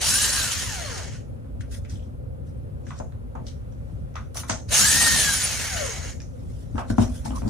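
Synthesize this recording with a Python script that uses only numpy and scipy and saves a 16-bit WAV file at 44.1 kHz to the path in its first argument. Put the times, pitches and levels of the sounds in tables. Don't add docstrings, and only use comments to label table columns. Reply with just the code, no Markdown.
import sys
import numpy as np
from scipy import signal
from scipy.fft import rfft, irfft, next_fast_len
from scipy.io import wavfile
from scipy.ndimage import uniform_filter1d, map_coordinates

SR = 44100
rng = np.random.default_rng(int(sys.argv[2]) if len(sys.argv) > 2 else 0)


def nominal_scale(level):
    x = np.asarray(level, float) / 20
    return 10 ** x


def file_out(sig):
    cols = np.atleast_2d(sig).T
    lim = np.clip(cols, -1, 1)
    pcm = np.round(lim * 32767).astype(np.int16)
    wavfile.write(sys.argv[1], SR, pcm)


N = 330661


def unit(x):
    return x / np.sqrt(np.mean(x ** 2) + 1e-20)


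def along(points, hz):
    f, *cols = np.transpose(points)
    return [np.interp(np.log(hz + 1), np.log(f + 1), c) for c in cols]


def curves(rows):
    s, *cols = np.transpose(rows)
    t = np.arange(N) / SR
    gate = np.clip(np.minimum(t - s[0] + .01, s[-1] + .02 - t) / .02, 0, 1)
    return [np.interp(t, s, c) for c in cols] + [gate]


def wobble(rate, order=3):
    knots = rng.standard_normal(int(N * rate / SR) + 4)
    return map_coordinates(knots, [np.arange(N) * rate / SR], order=order)


def swell(peak_s, db, rise_s, fall_s):
    out = np.zeros(N)
    rise_s, fall_s = max(rise_s, .002), max(fall_s, .01)
    first = max(round((peak_s - 2 * rise_s) * SR), 0)
    last = min(round((peak_s + 2 * fall_s) * SR), N)
    span = np.arange(first, last)
    t = span / SR - peak_s
    out[span] = nominal_scale(db - 30 * np.maximum(-t / rise_s, t / fall_s))
    return out


def filtered(x, response):
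    m = next_fast_len(x.shape[-1] + 8192)
    return irfft(rfft(x, m) * response(np.fft.rfftfreq(m, 1 / SR)), m)[..., :x.shape[-1]]


def resonance(centre_hz, sharpness):
    def response(f):
        damping = 1j * f * centre_hz / sharpness
        return damping / (centre_hz ** 2 - f * f + damping)
    return response


def twin_noise(spectrum, patchy_db):
    z = signal.stft(rng.standard_normal((2, N)), nperseg=512)[2]
    field = uniform_filter1d(rng.standard_normal(z.shape[1:]), size=4, axis=0)
    field = uniform_filter1d(field, size=6, axis=1)
    pair = signal.istft(z * nominal_scale(patchy_db * unit(field)), nperseg=512)[1][:, :N]
    return unit(filtered(pair, lambda hz: nominal_scale(along(spectrum, hz)[0])))


def tone(phase, blur, rate=35):
    drift = np.array([wobble(rate, order=1) + 1j * wobble(rate, order=1) for _ in range(2)])
    steady = np.sqrt(2 - 2 * np.clip(blur, 0, 1))
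    return np.real(np.exp(1j * phase) * (steady + np.sqrt(abs(blur)) * drift))


def ports(pair, table):
    def turn(hz):
        return np.arccos(np.clip(along(table, hz)[0], -1, 1)) / 2

    def skew(hz):
        _, lead, db = along(table, hz)
        return np.array([nominal_scale(db / 2) * np.exp(.5j * lead), nominal_scale(-db / 2) * np.exp(-.5j * lead)])

    mid, side = filtered(pair, lambda hz: np.array([np.cos(turn(hz)), np.sin(turn(hz))]))
    return filtered(np.array([mid + side, mid - side]), skew)


def workshop():
    # hz, level_db (per Hz)
    hum_colour = [(12, -55), (20, -23), (59, -1.5), (107, -3.5), (166, -13.5), (185, -19), (233, -16),
                  (280, -18.5), (301, -31.5), (335, -25), (416, -25.5), (520, -19.5), (642, -32.5),
                  (783, -35), (1500, -49.5), (1950, -79), (3300, -120)]
    hiss_colour = [(710, -24.5), (1200, 2), (1390, 2), (1620, -1.5), (5410, -15.5), (9060, -16.5),
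                   (9980, -11.5), (14100, -29.5), (15700, -46.5)]
    preamp_colour = [(9000, -41.0), (10000, 0), (15700, -0.5), (16500, -120)]
    hum = nominal_scale(-33.5 + 0.27 * wobble(0.72)) * twin_noise(hum_colour, patchy_db=1.5)
    preamp = nominal_scale(-77.5) * twin_noise(preamp_colour, patchy_db=2.5)
    hiss = nominal_scale(-64.5 + .8 * wobble(3)) * twin_noise(hiss_colour, patchy_db=.6)
    return hum + preamp + hiss


def shell(hz):
    # centre_hz, width_hz, level_db
    housing_modes = [(600, 80, -13.5), (1287, 280, -11.5), (2004, 41, -8), (2320, 40, -8.5), (2940, 370, 3),
                     (4500, 520, -1), (5520, 200, 7.5), (6464, 2600, 4.5), (7030, 1000, 7.5)]
    return .5 + sum(nominal_scale(db) * resonance(c, c / w)(hz) for c, w, db in housing_modes)


def shaft_comb(phase):
    turn = phase / 7 + .12 * wobble(90, order=1)
    size = nominal_scale(rng.normal(0, 4, (2, 34)))
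    start = rng.uniform(0, 2 * np.pi, 34)
    return unit(size @ np.sin(np.arange(8, 42)[:, None] * turn + start[:, None]))


def gear_tones(rasp_db, mesh_hz, phase, torque, first_run):
    # hz, level_db (re rasp)
    upright_path = [(300, -18), (420, -6), (630, 1), (760, -8), (1290, -20), (1400, -13), (1580, -8),
                    (1730, -14)]
    low_path = [(230, -20), (390, -8), (570, 5), (800, -11), (1050, -26), (1500, -14), (1610, -4),
                (1880, -5)]
    # multiple (of the mesh), level_db (re rasp), blur (0-1)
    order_rows = [(.143, -17, .9), (.53, -22, .6), (.73, -21, .55), (.94, -17, .9), (1.78, -23, .6),
                  (2.67, -20, .65), (3.58, -18, .7), (4.46, -20, .85), (5.3, -23, .9)]
    # multiple, first_run_db, second_run_db (re rasp)
    overtone_rows = [(2, -15, -13), (2.4, -28, -13), (3, -17, -24), (4, -25, -20)]
    load = np.maximum(torque, 0)
    slowness = np.clip(1.5 - mesh_hz / 900, -1, 1)
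    upright = first_run > 0

    path_db = np.where(upright, along(upright_path, mesh_hz)[0], along(low_path, mesh_hz)[0])
    tone_db = rasp_db + path_db - (1.5 + 6 * np.maximum(slowness, 0)) * load
    flutter = nominal_scale(1.8 * wobble(14) + 2.6 * wobble(50))
    mesh_blur = .08 + .05 * mesh_hz / 1800 + .5 * load
    tones = nominal_scale(tone_db) * unit(flutter * tone(phase, blur=mesh_blur, rate=60))

    orders = sum(nominal_scale(db) * tone(multiple * phase, blur, rate=25 + 55 * multiple)
                 for multiple, db, blur in order_rows)
    tones += filtered(nominal_scale(rasp_db + 6 * torque) * orders, shell)
    tones += nominal_scale(tone_db - 6) * tone(phase, blur=1, rate=320)
    tones += nominal_scale(rasp_db - 7.5) * shaft_comb(phase)
    for multiple, first_db, second_db in overtone_rows:
        overtone_db = np.where(upright, first_db + 9 * slowness, second_db + 2 * slowness)
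        tones += nominal_scale(rasp_db + overtone_db - 8 * load) * tone(multiple * phase, blur=.18)
    return tones


def motor_noise(rasp_db, mesh_hz, phase, torque, first_run, second_run):
    # hz, level_db (per Hz)
    rasp_colour = [(1350, -38.5), (2300, -6), (3750, 3), (6470, 2), (7910, -5.5), (8590, -4.5),
                   (9140, -27.5), (9320, -7.5), (9980, -3.5), (10300, -11.5), (13400, -39.5), (22000, -120)]
    growl_colour = [(150, -25), (250, -13.5), (335, -18), (542, -12.5), (1210, -12), (1810, -5),
                    (2100, -12.5), (2600, -13.5), (3380, -12.5), (5720, -120)]
    vent_colour = [(3000, -120), (3900, -21), (4220, -8), (4700, -19), (5500, -11), (5900, -7), (6590, 1),
                   (7400, -11), (9000, -120)]
    brush_colour = [(5710, -20), (9700, -0.5), (10800, -10), (12600, -10.5), (14600, -16), (15700, -19.5)]
    load = np.maximum(torque, 0)
    octaves = np.log2(mesh_hz / 1800)
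    slowness = np.clip(1.5 - mesh_hz / 900, -1, 1)
    beat = nominal_scale(1.2 * np.sin(phase / 7) + 1.2 * np.sin(phase / 25) + 1.6 * wobble(60))

    rasp = filtered(twin_noise(rasp_colour, patchy_db=2.2), lambda hz: 1.8 + shell(hz))
    growl = filtered(twin_noise(growl_colour, patchy_db=2.5), lambda hz: 1.4 + shell(hz))
    growl_db = rasp_db - 4.5 - 4.5 * load - 1.5 * octaves
    vents_db = rasp_db - 4.5 - 5 * first_run + 4 * slowness
    brush_db = rasp_db - 1.5 + 4.5 * octaves + 3.3 * load - 1.7 * octaves * second_run

    sound = nominal_scale(rasp_db) * unit(beat * rasp)
    sound += nominal_scale(growl_db) * unit(beat * growl)
    sound += nominal_scale(vents_db) * unit(beat * twin_noise(vent_colour, patchy_db=4.0))
    return sound + nominal_scale(brush_db) * unit(beat * twin_noise(brush_colour, patchy_db=.8))


def shaken_stool(rasp_db, mesh_hz, torque, first_run, second_run):
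    # hz, level_db (per Hz)
    tube_colour = [(1200, -120), (1750, -25), (1900, -5), (2030, -13), (2200, 0), (2400, -22), (3000, -120)]
    shudder_colour = [(110, -57), (150, -2), (200, -3), (290, -4.5), (380, -58)]
    slowness = np.clip(1.5 - mesh_hz / 900, -1, 1)
    tubes_db = rasp_db - 13.5 - 10 * first_run + 10 * slowness - 8 * np.maximum(torque, 0)
    tubes = nominal_scale(tubes_db) * twin_noise(tube_colour, patchy_db=1.5)
    return tubes + nominal_scale(rasp_db - 18.5) * second_run * twin_noise(shudder_colour, patchy_db=4.5)


def chatter():
    knocks_per_s, length_s, middle_hz = 260, .007, 5200
    draw = rng.uniform(size=(round(knocks_per_s * N / SR), 5))
    k = np.arange(round(length_s * 2 * SR))
    u = k / (length_s * SR * (.6 + 1.4 * draw[:, 1:2]))
    hz = middle_hz * 2 ** (1.1 * draw[:, 2:3] - .5)
    size = nominal_scale(-5 * np.log(draw[:, 3:4] + .02)) * np.sin(np.pi * np.minimum(u, 1) ** .6) ** 2
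    at = ((draw[:, :1] * N).astype(int) + k).ravel()
    versions = []
    for side in (0, 1):
        bursts = size * np.sin(2 * np.pi * hz * k / SR + side * 6 * draw[:, 4:])
        versions.append(np.bincount(at, bursts.ravel())[:N])
    return unit(np.array(versions))


def speed_control():
    # pulled_s, released_s, level_db
    trigger_rows = [
        (0.0, 0.486, -45),
        (4.703, 5.325, -42.5),
    ]
    whine = tone(2 * np.pi * 3928 * np.arange(N) / SR, blur=.05)
    return sum(curves([(pulled_s,), (released_s,)])[0] * nominal_scale(db + 3.2 * wobble(15)) * whine
               for pulled_s, released_s, db in trigger_rows)


def drill():
    # start_s, rasp_db
    effort_first = [
        (0.0, -40.5),
        (0.018, -28.5),
        (0.085, -25.5),
        (0.292, -27.5),
        (0.528, -30.5),
        (0.68, -36.5),
        (1.01, -41.5),
        (1.15, -51.5),
        (1.29, -81.5),
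    ]
    effort_second = [
        (4.68, -57),
        (4.728, -25),
        (4.793, -21.5),
        (4.906, -23.5),
        (5.15, -24),
        (5.664, -35),
        (5.802, -35),
        (6.124, -48),
        (6.19, -75),
    ]
    # start_s, mesh_hz
    speed_first = [(0.0, 480), (0.1, 1420), (0.2, 1670), (0.3, 1732), (0.42, 1565), (.5, 1340),
                   (0.66, 1010), (0.76, 770), (1.1, 150)]
    speed_second = [(4.7, 533), (4.73, 664.5), (4.81, 1490), (4.87, 1726), (4.99, 1872), (5.15, 1830),
                    (5.45, 1420), (5.76, 680), (6.05, 210)]
    rasp_db, _ = curves(effort_first + effort_second)
    first_run, second_run = curves(effort_first)[-1], curves(effort_second)[-1]
    turning = curves(speed_first)[-1] + curves(speed_second)[-1]
    mesh_hz = uniform_filter1d(curves(speed_first + speed_second)[0], size=1300)
    phase = 2 * np.pi * np.cumsum(mesh_hz) / SR
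    pull = uniform_filter1d(np.gradient(mesh_hz) * SR, size=2000)
    torque = np.tanh(pull / 2500)

    sound = turning * gear_tones(rasp_db, mesh_hz, phase, torque, first_run)
    sound += motor_noise(rasp_db, mesh_hz, phase, torque, first_run, second_run)
    sound += shaken_stool(rasp_db, mesh_hz, torque, first_run, second_run)
    sound += nominal_scale(rasp_db - 8 + 2 * torque) * np.pad(chatter(), ((0, 0), (0, N)))[:, :N]
    sound += speed_control()
    return (first_run + second_run) * sound


def taps():
    # start_s, peak_db, knock_db (re
    # peak), knock_hz, bright_hz
    bit_taps = [(1.3654, -67, 15, 750, 2510), (1.445, -68, 18, 1060, 2620), (1.6083, -52, 17.5, 1800, 3270),
                (1.715, -60, -4, 1600, 4200), (1.745, -65, 4, 1800, 3600), (1.849, -56.5, 16.5, 1940, 6620),
                (1.896, -37, -21, 1700, 6000), (1.956, -42, -20, 1700, 3320), (1.995, -46, -20, 1690, 3200),
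                (2.025, -51, -18, 1710, 3230), (2.5764, -74, 2, 732, 2540),
                (2.8674, -40.5, 0.5, 1610, 6130), (2.9057, -41.5, 12.5, 1050, 3440),
                (2.9885, -34.5, -19, 1210, 6600), (3.001, -56, 12, 1110, 6620),
                (3.1223, -54.5, 10.5, 1180, 3820), (3.3523, -53, 17.5, 764, 6540),
                (3.4667, -36, -2, 3800, 5800), (3.482, -43.5, 5, 3680, 5800),
                (3.7234, -52, -0.5, 767, 6000), (4.141, -49, -1, 1500, 6000),
                (4.1545, -40, 12.5, 1140, 3400), (4.157, -34.5, -8, 3280, 5940),
                (4.165, -40.5, 15, 1300, 3500), (4.346, -50, -18, 2490, 5550),
                (4.3554, -35.5, 4, 828, 6000), (4.37, -21.5, -9.5, 1030, 6230),
                (4.4342, -41, 11, 1137, 3660), (4.497, -11.5, -6, 1540, 6230),
                (4.689, -33.5, -7.5, 2040, 4500), (6.202, -36, -3.5, 2020, 5610),
                (6.2173, -38, -9, 785, 6100)]
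    # start_s, peak_db, knock_db (re peak), bright_hz
    seat_taps = [(6.6987, -73.5, 22.5, 2550), (6.756, -57.5, 27, 2810), (6.78, -36, 16, 2810),
                 (6.9008, -29, -2.5, 1480), (6.982, -34, 19.5, 6350), (7.0175, -37.5, 6.5, 2830),
                 (7.2552, -38, 8, 8640), (7.3057, -39, 8, 3000), (7.3608, -33, -7, 5860),
                 (7.419, -50, 21, 2450), (7.4775, -35.5, 0.5, 4750)]
    seat_knock_hz = 800
    every_tap = bit_taps + [(s, db, knock_db, seat_knock_hz, hz) for s, db, knock_db, hz in seat_taps]
    out, t = np.zeros((2, N + SR)), np.arange(SR // 3) / SR
    tube_swell = 1 - np.exp(-t / 0.00074) + 2.2 * nominal_scale(-60 * t / 0.015)
    sudden_crack = 1 + 2.5 * nominal_scale(-60 * t / .012)
    for s, db, knock_db, knock_hz, bright_hz in every_tap:
        def tube(f):
            return resonance(knock_hz, 1.2)(f) * resonance(knock_hz, 1.8)(f)

        def edge(f):
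            ring = 1 + 8.5 * resonance(bright_hz, 9)(f)
            return resonance(bright_hz, 1.1)(f) ** 2 * ring / (1 + 1j * f / 9000) ** 4

        t60 = .14 * np.exp(.015 * knock_db)
        burst = rng.standard_normal((2, 2, len(t))) * nominal_scale(-60 * t / max(t60, .02))
        knock = filtered(burst[0] * tube_swell, tube)
        bright = filtered(burst[1] * sudden_crack, edge)
        hit = bright / np.abs(bright).max() + nominal_scale(knock_db) * knock / np.abs(knock).max()
        out[:, round(s * SR):][:, :len(t)] += nominal_scale(db) * hit
    return out[:, :N]


def slides():
    # peak_s, level_db, rise_s, fall_s, top_db (re level)
    stroke_rows = [(1.61, -48.5, 0.013, 0.049, -14), (1.716, -48.5, 0.018, 0.13, -7),
                   (1.75, -54, .05, 0.087, -4.5), (1.784, -54.5, 0.18, 0.018, -4),
                   (1.854, -58, 0.026, .04, -22), (1.899, -48, 0.022, 0.215, -10),
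                   (2.468, -61.5, 0.019, 0.15, -7), (2.9, -52.5, 0.1, 0.12, -22),
                   (2.985, -51.5, 0.096, 0.074, -25), (3.475, -50, 0.041, 0.12, -14),
                   (3.724, -67, 0.013, 0.037, -31), (3.9, -72, 0.49, 0.55, -20.5),
                   (4.346, -45, 0.0047, 0.11, 0), (4.373, -35.5, 0.024, 0.07, -3),
                   (4.393, -43, 0.044, 0.085, 0), (4.487, -44, 0.028, 0.036, -5),
                   (4.497, -27.5, 0.014, 0.1, -26), (4.512, -40, .02, 0.14, -29),
                   (4.692, -43.5, 0.0073, 0.074, -2.5), (6.618, -58, 0.82, 0.14, -6),
                   (6.798, -48.5, 0.122, 0.077, -11), (6.905, -42, 0.038, 0.044, -10),
                   (7.025, -37.5, 0.12, 0.12, -10.5), (7.151, -46, 0.081, 0.15, -4),
                   (7.253, -43, 0.012, 0.18, -9), (7.359, -47, 0.027, 0.15, -5),
                   (7.498, -42.5, 0.067, 0.17, -9)]
    # hz, level_db (per Hz)
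    scuff_colour = [(880, -9.5), (1500, 1), (2600, -4), (3320, 0.5), (4740, -0.5), (5620, 4.5),
                    (9000, -3.5), (9500, -19), (12400, -52), (20900, -120)]
    scuff_top_colour = [(8500, -44), (9500, 7), (12000, -7), (15800, -11.5), (16000, -120)]
    grain = nominal_scale(1.4 * wobble(150) + 1.3 * wobble(30))
    body = unit(grain * twin_noise(scuff_colour, patchy_db=3))
    top = unit(grain * twin_noise(scuff_top_colour, patchy_db=1))
    strokes = np.array([swell(*row[:4]) for row in stroke_rows])
    return strokes.sum(0) * body + (nominal_scale([row[-1] for row in stroke_rows]) @ strokes) * top


def seat():
    # start_s, peak_db, slap_db (re peak), slap_hz, t60_s
    blow_rows = [(3.001, -30.5, 6.5, 620, 0.049), (3.352, -39.5, 11, 800, 0.086),
                 (4.496, -21, 5.5, 700, 0.1), (6.747, -18, -25, 756, 0.072), (6.78, -32.5, 11, 1094, 0.087),
                 (6.901, -12, -16.5, 557, 0.05), (6.982, -5, -14.5, 800, 0.11),
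                 (7.014, -20, -2.5, 600, 0.17), (7.255, -27, -8.5, 777, 0.092),
                 (7.306, -23, -10, 780, 0.11), (7.421, -26, -22.5, 800, 0.21),
                 (7.459, -25, -6.5, 635, 0.25)]
    # hz, level_db
    seat_modes = [(59, -10), (100, -6), (165, -6), (242, 4), (290, -8), (398, -9), (635, -12)]
    # hz, lift_db
    pan_modes = [(630, 3), (875, 4), (1070, 0), (1300, 4), (1560, 2)]
    quarter_turn = np.array([[0], [np.pi / 2]])
    out, t = np.zeros((2, N + SR)), np.arange(SR // 3) / SR
    for s, db, slap_db, slap_hz, t60 in blow_rows:
        def hollow(f):
            pan = 1 + sum(nominal_scale(lift_db) * 0.67 * resonance(hz, 16)(f) for hz, lift_db in pan_modes)
            return resonance(slap_hz, 1.3)(f) * resonance(slap_hz, 2.2)(f) * pan

        fade = -60 * t / max(t60, .03)
        ring = 0
        for hz, level in seat_modes:
            mode_db = level + rng.normal(0, 1.2, (2, 1)) + fade * (hz / 175) ** .75
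            ring = ring + nominal_scale(mode_db) * np.sin(2 * np.pi * hz * t * rng.normal(1, 0.02) + quarter_turn)
        ring *= 1 - np.exp(-(t / 0.0035) ** 2)
        click = 44 * min(nominal_scale(db + 18), 1) * (t == 0) * np.cos(quarter_turn)
        slap = filtered(rng.standard_normal((2, len(t))) * nominal_scale(0.42 * fade) + click, hollow)
        hit = ring / np.abs(ring).max() + nominal_scale(slap_db) * slap / np.abs(slap).max()
        out[:, round(s * SR):][:, :len(t)] += nominal_scale(db) * hit
    return out[:, :N]


def rolling():
    # peak_s, rumble_db, rise_s, fall_s
    roll_rows = [
        (6.769, -27.5, 0.029, 0.17),
        (7.03, -25.5, 0.024, 0.27),
        (7.256, -27.5, .05, 0.65),
        (7.47, -26.5, .2, .6),
    ]
    # hz, level_db (per Hz)
    board_colour = [(15, -41), (25, -13.5), (65, 3.5), (117, -11.5), (140, -12.5), (287, -10), (350, -57),
                    (460, -66), (770, -120)]
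    rattle_colour = [(200, -39.0), (300, 2.5), (700, -12.5), (1500, -9.0), (2500, -41.0)]
    rumble = twin_noise(board_colour, patchy_db=3.5)
    rattle = twin_noise(rattle_colour, patchy_db=9.0)
    return nominal_scale(-3.5) * sum(swell(*row) for row in roll_rows) * (rumble + nominal_scale(-12) * rattle)


def room(x):
    # hz, t60_s
    decay = [(150, 0.42), (1000, 0.18), (4000, 0.24), (12000, 0.46)]
    hz, t, z = signal.stft(rng.standard_normal((2, SR // 2)), SR, nperseg=256)
    tail = signal.istft(z * nominal_scale(-60 * t / along(decay, hz)[0][:, None]), SR, nperseg=256)[1]
    late = np.pad(x, ((0, 0), (400, 0)))
    return signal.fftconvolve(late, tail / np.linalg.norm(tail[0]), axes=1)[:, :N]


def scene():
    # hz, likeness (0-1), left_lead_rad, left_right_db
    far_image = [(30, 0.94, -1, 0), (110.1, 0.55, -0.66, 0.5), (236, 0.2, 0.6, 4.5), (400, 1, -2, 2),
                 (620, 1, -2, -6), (1250, 0.64, -2.5, 4), (2480, 0.35, -4, 1.5), (12000, .3, -5, 0)]
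    tool_image = [(260, 0.53, 2.1, 4.5), (600, 0.22, 5.1, 2.5), (1290, 0.97, 5, 0), (1810, 0.92, 7, 0),
                  (2700, 0.35, 6.5, -0.5), (5860, 0.49, 6.73, -1), (10000, .75, 6.3, -0.5),
                  (13000, 0.23, 3.2, 0.2)]
    near_image = [(50, .95, 0.75, -5), (260, 1, -0.87, 7), (600, 1, 0.58, 11.5), (850, 0.1, -1.4, -3),
                  (1490, 0.7, -0.061, 1.3), (3000, 0, 0.08, 3), (6400, 0.3, -1.1, -1.5),
                  (11000, 0.1, -0.2, 0.2)]
    floor_image = [(60, .99, 0, 0), (130, .95, .3, 2.5), (260, .9, .6, 6.5), (520, .7, 3.5, 1.5),
                   (1210, .6, 5, 0), (3100, .4, 4, 1)]
    tool, hits, blows = drill(), taps(), seat()
    echo = room(nominal_scale(-6.5) * tool + nominal_scale(-3.5) * hits + nominal_scale(-5.5) * blows)
    mix = ports(workshop(), far_image) + ports(tool, tool_image)
    mix += ports(hits + echo + slides(), near_image)
    return mix + ports(blows + rolling(), floor_image)


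def patchy_treble(x):
    lo, mid, hi = (384, 416, 448)
    # hz, level_db (re the band above)
    edge_lines = [(8283, 14.5), (8961, 1), (9644, 18.5)]
    z = signal.stft(x, nperseg=2048, noverlap=1536)[2]
    frames = z.shape[2]
    at = np.arange(frames) * 512
    level_db = 20 * np.log10(np.abs(z[:, 90:lo]).mean((0, 1)) + 1e-9)
    over_db = level_db - np.median(level_db)
    overload_db = np.maximum(level_db - level_db.max() + 12, 0)
    upset = uniform_filter1d(np.abs(np.gradient(level_db)), size=11) / 1.5
    readiness = .42 + .012 * (over_db + 9 * overload_db) - upset

    bands = unit(uniform_filter1d(rng.standard_normal((2, frames)), size=5, axis=1))
    fine = uniform_filter1d(rng.standard_normal((hi - lo, frames)), size=11, axis=0)
    fine = unit(uniform_filter1d(fine, size=5, axis=1))
    low_end = 2.4 * np.exp(-np.arange(hi - lo) / 9)[:, None]
    keep = .75 * np.repeat(bands, mid - lo, axis=0) + .3 * fine + low_end > readiness
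    z[:, lo:hi] = z[:, lo:hi].mean(0) * keep * 1.47

    lost = np.abs(z[:, hi:hi + 24]).mean((0, 1)) * uniform_filter1d(1 - keep.mean(0), size=7)
    lines = sum(nominal_scale(db + 5 * wobble(40)) * np.sin(2 * np.pi * hz * np.arange(N) / SR + 1.4 * wobble(30))
                for hz, db in edge_lines)
    treble = signal.istft(z, nperseg=2048, noverlap=1536)[1][:, :N]
    return treble + np.interp(np.arange(N), at, lost) * lines


def top_cut(x):
    return signal.sosfilt(signal.butter(12, 15820, fs=SR, output="sos"), x)


def record(dry):
    heard = filtered(dry, lambda hz: 1 / (1 + (30 / (hz + 1)) ** 6) / (1 + (hz / 15600) ** 36))
    return top_cut(patchy_treble(heard))


dry = scene()
out = record(dry)
file_out(out)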